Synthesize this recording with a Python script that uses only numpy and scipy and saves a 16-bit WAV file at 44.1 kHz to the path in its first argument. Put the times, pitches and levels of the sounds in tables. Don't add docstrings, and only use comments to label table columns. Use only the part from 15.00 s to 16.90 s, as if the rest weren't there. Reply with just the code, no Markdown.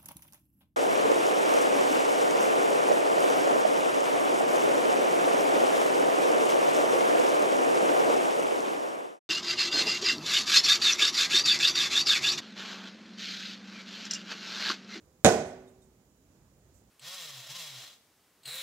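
import sys
import numpy as np
from scipy import signal
from scipy.io import wavfile

SR = 44100
rng = np.random.default_rng(int(sys.argv[2]) if len(sys.argv) > 2 else 0)


def magnitude_from_level(level_db):
    exponent = np.asarray(level_db, float) / 20
    return 10 ** exponent


def dump(signal):
    limited = np.clip(np.atleast_2d(signal).T, -1, 1)
    pcm = np.round(limited * 32767).astype(np.int16)
    wavfile.write(sys.argv[1], SR, pcm)


N = 83790
T = np.arange(N) / SR
KNOCK_S = 0.24655


def rms_one(x):
    return x / np.sqrt(np.mean(x ** 2) + 1e-20)


def at_hz(points, hz):
    table_hz, values = np.transpose(points)
    return np.interp(np.log(hz), np.log(table_hz), values)


def butter(x, order, hz, kind="low"):
    return signal.lfilter(*signal.butter(order, hz, kind, fs=SR), x)


def swell(start, rise, t60):
    age = np.maximum(T - start, 0)
    return (1 - np.exp(-age / rise)) * magnitude_from_level(-60 * age / t60)


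def ring(x, hz, t60):
    r = magnitude_from_level(-60 / (t60 * SR))
    w = 2 * np.pi * hz / SR
    return signal.lfilter([0, np.sin(w)], [1, -2 * r * np.cos(w), r * r], x + 1e-18)


def peak(x, hz, width_hz):
    r = np.exp(-np.pi * width_hz / SR)
    poles = [1, -2 * r * np.cos(2 * np.pi * hz / SR), r * r]
    return signal.lfilter([(1 - r * r) / 2, 0, (r * r - 1) / 2], poles, x)


# frequency in Hz, likeness from 0 to 1.
PORT_LIKENESS = [(60, .97), (290, .92), (640, 1), (1400, 0.2), (3100, 0.0)]


def bands():
    edges = 25 * 2 ** np.arange(0, 9.6, 1 / 3)
    white = rng.standard_normal((2, 2, N + 9000))
    for k, (low, high) in enumerate(zip(edges, edges[1:])):
        band = signal.butter(2, [low, high], "band", fs=SR, output="sos")
        mid, side = signal.sosfilt(band, white[k % 2])[:, -N:]
        hz = np.sqrt(low * high)
        alike = np.clip(at_hz(PORT_LIKENESS, hz), -1, 1)
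        yield hz, np.sqrt(1 + alike) * mid + np.sqrt(1 - alike) * side * [[1], [-1]]


# frequency in Hz, density in dB per Hz.
RUMBLE_COLOUR = [(28, -28.5), (45, 2), (90, 0), (170, -2.5), (300, -5.5), (700, -13), (2200, -26),
                 (12000, -38)]
# time in seconds, level in dB.
RUMBLE_LEVEL = [(0, -58.5), (.3, -63), (.8, -59), (1.05, -61), (1.2, -62), (1.35, -57.5), (1.5, -60),
                (1.7, -57.5), (1.9, -59.5)]


def rumble():
    lumps_db = 2.2
    level_db = np.interp(T, *np.transpose(RUMBLE_LEVEL))
    out = 0
    for hz, noise in bands():
        lumps = np.interp(T, np.linspace(0, T[-1], num=30), rng.standard_normal(30))
        swing_db = level_db + 62.5 + lumps_db * lumps
        out = out + magnitude_from_level(at_hz(RUMBLE_COLOUR, hz) + swing_db / (1 + hz / 2500)) * noise
    return magnitude_from_level(-61.5) * rms_one(out)


# start in seconds, level in dB, pitch in Hz, rise in seconds, t60 in seconds.
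TICKS = [
    (.674, -61, 3700, .003, .07),
    (.82, -64, 3700, .002, .06),
    (.03, -61, 510, .05, .7),
]


def ticks():
    out = 0
    for start, db, hz, rise, t60 in TICKS:
        out = out + magnitude_from_level(db) * swell(start, rise, t60) * np.sin(2 * np.pi * hz * T)
    return out


# frequency in Hz, level in dB, t60 in seconds.
BLADE_MODES = [(215, 1, 0.0073), (630, -12.5, 0.037), (1500, -14, 0.016), (2306, -13, 0.012),
               (3600, -10.5, 0.012), (6330, -14.5, .006), (9050, -20.5, .012)]
# delay in seconds, level in dB, signed strength from -1 to 1.
WALL_ECHOES = [(.0072, -9, -1), (.0088, -11.5, 1), (0.0123, -9, 0.82), (0.0151, -6.5, -1),
               (.0188, -6.5, -1), (.0235, -11, -0.71), (.0335, -13.5, 1), (.041, -13.5, -1),
               (.046, -14, 0.22), (.077, -18.5, 1)]


def knock():
    knock_db, contact_s = -3, 0.00055
    crack_db, crack_s, crack_cut_hz = -10.5, 0.0035, 6300
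    echo_dull_db_per_s = 152
    direct = (0.000094, 0.0031, 0.98)
    out = np.zeros(N)
    for delay, db, sign in [direct, *WALL_ECHOES]:
        age = T - KNOCK_S - delay
        body = -np.sin(np.pi * np.clip(age / contact_s, 0, 1))
        click = np.diff(1.0 * (age > 0), prepend=0)
        for hz, mode_db, t60 in BLADE_MODES:
            detune = rng.uniform(0.93, 1.07) ** (delay > 0)
            body = body - magnitude_from_level(mode_db) * ring(click, hz * detune, t60)
        fade = (age > 0) * np.exp(-(np.maximum(age, 0) / crack_s) ** 2)
        crack = magnitude_from_level(crack_db - echo_dull_db_per_s * delay) * rng.standard_normal(N) * fade
        out += sign * magnitude_from_level(knock_db + db) * (body + butter(crack, 2, crack_cut_hz))
    return butter(out, 2, 130, "high")


# frequency in Hz,
# level in dB, t60 in seconds.
RINGING_MODES = [(81.76, -18.5, 0.52), (154.7, -5, 0.15), (198, -10, 0.47), (228, -3.5, 0.39), (355, -4, 0.31),
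                 (450, 2.5, .42), (516, -11, 0.34), (600, -8.5, 0.47), (629, -2, 0.53), (634.6, -5, 0.28),
                 (727, -1.5, .4), (763.3, -4.5, .4), (1490, -20, .45), (2518, -19.5, .4),
                 (1031, -20, .45), (1135, -32, 1.0), (1440, -26, .6), (1472, -20, .62), (1500, -22, .62),
            (700, -4, .5), (669, -7, .5), (253, -21, 1.2), (378, -13, 1.05), (387, -21, .8)]


def passage_modes():
    rise_s, spread_hz = 0.0052, 4900
    out = 0
    for hz, db, t60 in RINGING_MODES:
        turns = hz * T + rng.random()
        left_lead = hz / spread_hz * rng.uniform(-0.39, 0.65)
        phase = 2 * np.pi * (turns + left_lead * np.array([[1], [0]]))
        out = out + magnitude_from_level(db) * swell(KNOCK_S, rise_s, t60) * np.sin(phase)
    return magnitude_from_level(-17) * out


# frequency in Hz, density in dB per Hz.
REVERB_COLOUR = [(50, -22.5), (150, -9), (300, -12.5), (680, -3.5), (1200, -24), (1550, -14), (3000, -27.5),
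                 (15000, -44.5)]
# frequency in Hz, t60 in seconds.
PASSAGE_T60 = [(60, 0.34), (250, 0.44), (700, 0.43), (2000, 0.22), (6000, 0.46), (14000, 0.29)]
# frequency in Hz, t60 in seconds.
FAR_T60 = [(60, 0.84), (300, 0.78), (1000, 0.67), (4000, 0.63), (9000, .4), (14000, 0.31)]


def reverb():
    build_s, reverb_db, far_db = 0.0019, -15, -7
    out = 0
    for hz, noise in bands():
        near = swell(KNOCK_S, build_s, at_hz(PASSAGE_T60, hz))
        far = swell(KNOCK_S, build_s, at_hz(FAR_T60, hz))
        out = out + magnitude_from_level(at_hz(REVERB_COLOUR, hz)) * np.hypot(near, magnitude_from_level(far_db) * far) * noise
    return magnitude_from_level(reverb_db + 19) * out


# start in seconds, level in dB, rise in seconds, t60 in seconds, centre in Hz.
RUSTLES = [
    (0.459, -63.5, 0.01, 0.22, 9300),
    (0.674, -73, .005, 0.17, 9110),
    (.815, -76, 0.0048, .25, 8230),
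    (1.478, -71.5, 0.014, 0.14, 1400),
    (1.735, -66, .04, 0.22, 7400),
    (1.735, -65, .04, 0.22, 14000),
    (1.62, -58.5, 0.091, 1.3, 75),
]


def rustles():
    out = 0
    for start, db, rise, t60, hz in RUSTLES:
        grain = peak(rng.standard_normal((2, N)), hz, 0.3 * hz)
        out = out + magnitude_from_level(db + 10) * swell(start, rise, t60) * grain
    return out


def scene():
    return knock() + passage_modes() + reverb() + rustles() + ticks() + rumble()


def muffled_left(x):
    x = x - 0.55 * peak(x, 760, 900)
    cover = signal.ellip(4, 1, 34, 4800, fs=SR, output="sos")
    return magnitude_from_level(-1.3) * signal.sosfilt(cover, x)


def resonant_right(x):
    whine = magnitude_from_level(-76.5) * np.sin(2 * np.pi * 6960 * T)
    return x + magnitude_from_level(12) * peak(x, 6940, 2600) - 0.5 * peak(x, 4700, 400) + whine


def hiss():
    return magnitude_from_level(-74.5) * signal.lfilter([1, -0.3], [1], rng.standard_normal((2, N)))


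def roll_off(x):
    return signal.sosfilt(signal.butter(12, 16850, fs=SR, output="sos"), x)


def record(dry):
    ceiling, cutoff_hz = 1.3, 15850
    left, right = butter(dry, 2, 48, "high")
    x = np.array([muffled_left(left), resonant_right(right)]) + hiss()
    x = ceiling * np.tanh(x / ceiling)
    x = signal.sosfilt(signal.ellip(10, 0.5, 60, cutoff_hz, fs=SR, output="sos"), x)
    return roll_off(x)


dry = scene()
out = record(dry)
dump(out)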